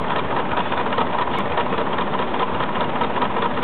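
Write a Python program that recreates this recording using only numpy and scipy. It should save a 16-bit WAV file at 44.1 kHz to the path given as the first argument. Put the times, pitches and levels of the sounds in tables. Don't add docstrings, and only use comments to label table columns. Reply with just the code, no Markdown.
import sys
import numpy as np
from scipy import signal
from scipy.io import wavfile
from scipy.ndimage import uniform_filter1d

SR = 44100
rng = np.random.default_rng(int(sys.argv[2]) if len(sys.argv) > 2 else 0)


def linear_from_db(decibels):
    return 10 ** (np.asarray(decibels, float) / 20)


def inscribe(sig):
    pcm = np.round(np.clip(np.atleast_2d(sig).T, -1, 1) * 32767)
    wavfile.write(sys.argv[1], SR, pcm.astype(np.int16))


N = 160083
CUT_S, LOST = 1.38703, 997
M = N + LOST
FIRST_S, STROKE_S = -.0444, .20536

# offset t/s, frame level/dB, tines level/dB, plate level/dB, latch level/dB
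STROKE_KNOCKS = [(-.078, -34, -48, -48.5, -48.5), (-.055, -27, -36, -47, -35.5),
                 (-.040, -30, -57.5, -50, -46.5), (0, -26.5, -39, -35, -35.5),
                 (0.01, -30.5, -50, -48.5, -45), (0.023, -33.5, -44.5, -40, -45.5),
                 (.034, -28.5, -38, -40.5, -39.5), (.088, -31.5, -55.5, -50.5, -38)]
# lift level/dB, slam level/dB, rebound level/dB, latch level/dB
STROKE_STRENGTHS = [(0.1, 0.1, 7.3, 0.5), (0.1, 1.5, 1.5, -0.5), (-1.5, -1.5, 0.5, -2), (1, 1, 2, 1),
                    (-0.3, 0.4, 0.5, 5.5), (1.4, 1, 3, 1.2), (1.5, -1.5, 3, 2), (-1, 4.7, 0, 0),
                    (-1.1, 1, 3, 0.5), (-1.7, 0.5, -0.5, 0.5), (-2, -1.5, 0.5, 0), (-0.5, 0, -1.5, -6),
                    (-1, 0, 3, -2), (-1.5, -1, 1.5, 0.8), (-0.4, 1, -2, 1.5), (0, 1.5, 2.5, 0),
                    (1.5, 1.5, 0.5, -1.5), (-0.2, 0.8, 2.1, 0), (-1.3, 4.5, 0.1, 0.1)]
KNOCK_GROUP = [0, 0, 0, 1, 1, 2, 2, 3]


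def evened(x):
    return x / np.sqrt(np.mean(x ** 2) + 1e-20)


def resonate(x, hz, width):
    return signal.lfilter(*signal.iirpeak(hz, hz / width, SR), x)


def place(s):
    return round(s * SR) + LOST * (s > CUT_S)


def add(mix, at, sound):
    sound = sound[max(-at, 0):]
    part = mix[max(at, 0):][:len(sound)]
    part += sound[:len(part)]


def clatter():
    # f/Hz, bandwidth/Hz, level/dB
    frame_modes = [(244, 92, -10.5), (457.5, 36, -3.5), (580, 140, -6.5), (796, 210, -4), (962, 86, -3),
                   (1135, 190, -5), (1281, 51, -5.5), (1600, 240, -12)]
    tine_modes = [(2404, 97, 0.1), (2842, 43, 0.1), (3210, 84, 0.1)]
    plate_modes = [(2020, 600, -18.5), (3140, 99, -2), (3424, 50, -1.2), (3717, 270, 0), (3940, 130, 1.5)]
    latch_modes = [(1832, 41, 0.9), (1750, 140, -3)]
    scrape_s = [.007, .003, .0022, .004]
    blow_share = [.25, .45, .65, .45]
    slop_s, slop_db, colour_db = .0008, .5, 1.2
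    rattle_per_s, rattle_db = 550, -42

    out = np.zeros(M)
    t = np.arange(-600, 1200) / SR
    knocks = np.array(STROKE_KNOCKS)
    strengths = np.array(STROKE_STRENGTHS)[:, KNOCK_GROUP]
    luck = rng.standard_normal((len(strengths), len(knocks), 40))

    size = linear_from_db(3 * np.minimum(rng.exponential(1, M), 3))
    struck = rng.random(M) < rattle_per_s / SR
    rattle = linear_from_db(rattle_db) * size * struck * rng.standard_normal(M)

    stroke_start = FIRST_S + np.arange(len(strengths))[:, None] * STROKE_S
    at = stroke_start + knocks[:, 0] + slop_s * luck[..., 0]
    at = np.round(at * SR).astype(int)
    inside = (at >= 0) & (at < M)
    for b, modes in enumerate([frame_modes, tine_modes, plate_modes, latch_modes]):
        scrape = np.exp(-(t / scrape_s[b]) ** 2) + .15 * np.exp(-abs(t) / .012)
        share = blow_share[b]
        for m, (hz, width, db) in enumerate(modes):
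            level = knocks[:, b + 1] + strengths + slop_db * luck[..., 1]
            level += colour_db * luck[..., 2 + b * len(frame_modes) + m]
            train = np.zeros(M)
            train[at[inside]] = linear_from_db(level[inside])
            rub = signal.oaconvolve(train, scrape)[600:][:M] * rng.standard_normal(M)
            blow = np.linalg.norm(scrape) * rng.choice([-1, 1]) * train
            push = np.sqrt(1 - share ** 2) * rub + share * blow
            gain = linear_from_db(db) * np.sqrt(SR / width / 4)
            out += gain * resonate(push + rattle, hz, width)
    return out


def drum():
    knock_db = [-39, -32.5, -22.5, -23.5, -23, -27.5, -25.5, -33]
    pitch_hz, spread, rise_s, fall_s = 984, 0.036, 0.003996, .008
    out = np.zeros(M)
    t = np.arange(0, .06, 1 / SR)
    shape = (1 - np.exp(-t / rise_s)) ** 2 * np.exp(-t / fall_s)
    shape = shape / shape.max()
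    luck = rng.standard_normal((len(STROKE_STRENGTHS), len(STROKE_KNOCKS), 3))
    for k, strength in enumerate(STROKE_STRENGTHS):
        for j, knock in enumerate(STROKE_KNOCKS):
            bend, push, turn = luck[k, j]
            tone = np.sin(2 * np.pi * (pitch_hz * (1 + spread * bend) * t + turn))
            level = knock_db[j] + strength[KNOCK_GROUP[j]] + push
            at = FIRST_S + k * STROKE_S + knock[0] - rise_s
            add(out, round(at * SR), linear_from_db(level) * shape * tone)
    return out


def stack():
    # t/s, level/dB
    chuffs = [(0.0, -28.5), (0.243, -28.5), (0.504, -29), (0.76, -28.5), (1.01, -37.5), (1.271, -29),
              (1.497, -26.5), (1.753, -32), (2.012, -30), (2.272, -30.5), (2.519, -27), (2.771, -29),
              (3.029, -38), (3.275, -31), (3.537, -29)]
    stack_hz, rise_s, fall_s = 76, 0.007, 0.02
    out = np.zeros(M)
    t = np.arange(9000) / SR
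    shape = (1 - np.exp(-t / rise_s)) * np.exp(-t / fall_s)
    thump = shape / shape.max() * np.sin(2 * np.pi * stack_hz * t)
    for s, db in chuffs:
        add(out, place(s), linear_from_db(db - 2.5) * thump)
    return out


def clinks():
    # t/s, f/Hz, level/dB, length/s
    rings = [
        (0.11, 3430, -37.5, .035),
        (.61, 2536, -42, 0.15),
        (.645, 3424, -41, 0.071),
        (.70, 3585, -44, 0.078),
        (1.372, 2220, -28.5, 0.028),
        (1.445, 2230, -40.5, 0.052),
        (1.70, 2536, -40.5, 0.15),
        (1.735, 3418, -40.5, 0.05),
        (3.17, 3460, -45, 0.045),
    ]
    out = np.zeros(M)
    for s, hz, db, length in rings:
        t = np.arange(0, length, 1 / SR)
        swell = np.sin(np.pi * (t / length) ** 0.37)
        add(out, place(s), swell * linear_from_db(db) * np.sin(2 * np.pi * hz * t))
    return out


def steam_spits():
    # t/s, length/s, level/dB
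    leaks = [
        (1.305, .11, -34),
        (.60, .17, -40),
    ]
    out = np.zeros(M)
    hiss = evened(resonate(rng.standard_normal(M), 2900, 1900))
    for s, length, db in leaks:
        t = np.arange(0, length, 1 / SR)
        add(out, place(s), np.sin(np.pi * t / length) * linear_from_db(db) * hiss[place(s):][:len(t)])
    return out


def wash():
    # f/Hz, level/dB (per Hz)
    spectrum = [(35, -41), (60, -3), (211, -3.5), (309, -3), (719, -4.5), (947, 2), (1460, -8.5),
                (3280, -19.5), (3700, -21.5), (4810, -47), (8140, -120)]
    wash_db = -29.5
    surge_db, surge_s = 0.6, .005
    third_db, third_s = 1, 0.026
    surge_hz = 500
    frames = M // 256 + 5
    hz = np.fft.rfftfreq(1024, 1 / SR)
    a, b, patches = rng.standard_normal((frames, len(hz), 3)).T
    patches = uniform_filter1d(patches, size=10, axis=0)
    patches = evened(uniform_filter1d(patches, size=8, axis=1))
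    f, db = np.transpose(spectrum)
    shape = np.interp(np.log(hz + 1), np.log(f), db)
    beat = 2 * np.pi / STROKE_S
    turn = beat * (np.arange(frames) * 256 / SR - FIRST_S)
    surge = surge_db * np.cos(turn - beat * surge_s)
    surge += third_db * np.cos(3 * (turn - beat * third_s))
    treble = hz ** 2 / (hz ** 2 + surge_hz ** 2)
    shape = shape[:, None] + surge * treble[:, None]
    z = (a + 1j * b) * linear_from_db(shape + 1.8 * patches)
    out = signal.istft(z, nperseg=1024, noverlap=768)[1][:M]
    return linear_from_db(wash_db) * evened(out)


def drones():
    # f/Hz, bandwidth/Hz, level/dB
    drone_bands = [(151, 42, -41), (197, 28, -37.5), (249, 23, -37.5), (370.3, 37, -39), (470.5, 59, -40),
                   (597, 68, -37), (800, 40, -42), (964, 240, -42.5)]
    out = np.zeros(M)
    for hz, width, db in drone_bands:
        out += linear_from_db(db) * evened(resonate(rng.standard_normal(M), hz, width))
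    return out


def lowpass(x, hz, taps):
    kernel = signal.firwin(taps, hz, window=("kaiser", 10), fs=SR)
    return signal.oaconvolve(x, kernel, "same")


def narrow_band(x):
    y = lowpass(x, 3768, 401) + linear_from_db(-12) * lowpass(x, 4360, 281)
    return signal.sosfilt(signal.butter(2, 61, "high", fs=SR, output="sos"), y)


def lose_stretch(y):
    jump, settle_s = .1, .0006
    cut = round(CUT_S * SR)
    y = np.delete(y, np.arange(LOST) + cut)
    t = (np.arange(N) - cut + .5) / SR
    step = (jump - y[cut] + y[cut - 1]) / 2
    return y + step * np.sign(t) * np.exp(-abs(t) / settle_s)


def scene():
    ceiling = .6
    mix = clatter() + drum() + stack() + clinks() + steam_spits() + wash() + drones()
    mix = ceiling * np.tanh(mix / ceiling)
    return lose_stretch(narrow_band(mix))[None]


def low_pass(x):
    return signal.sosfilt(signal.butter(12, 16000, fs=SR, output="sos"), x)


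def record(dry):
    mix = dry - .0516
    return low_pass(mix)


dry = scene()
out = record(dry)
inscribe(out)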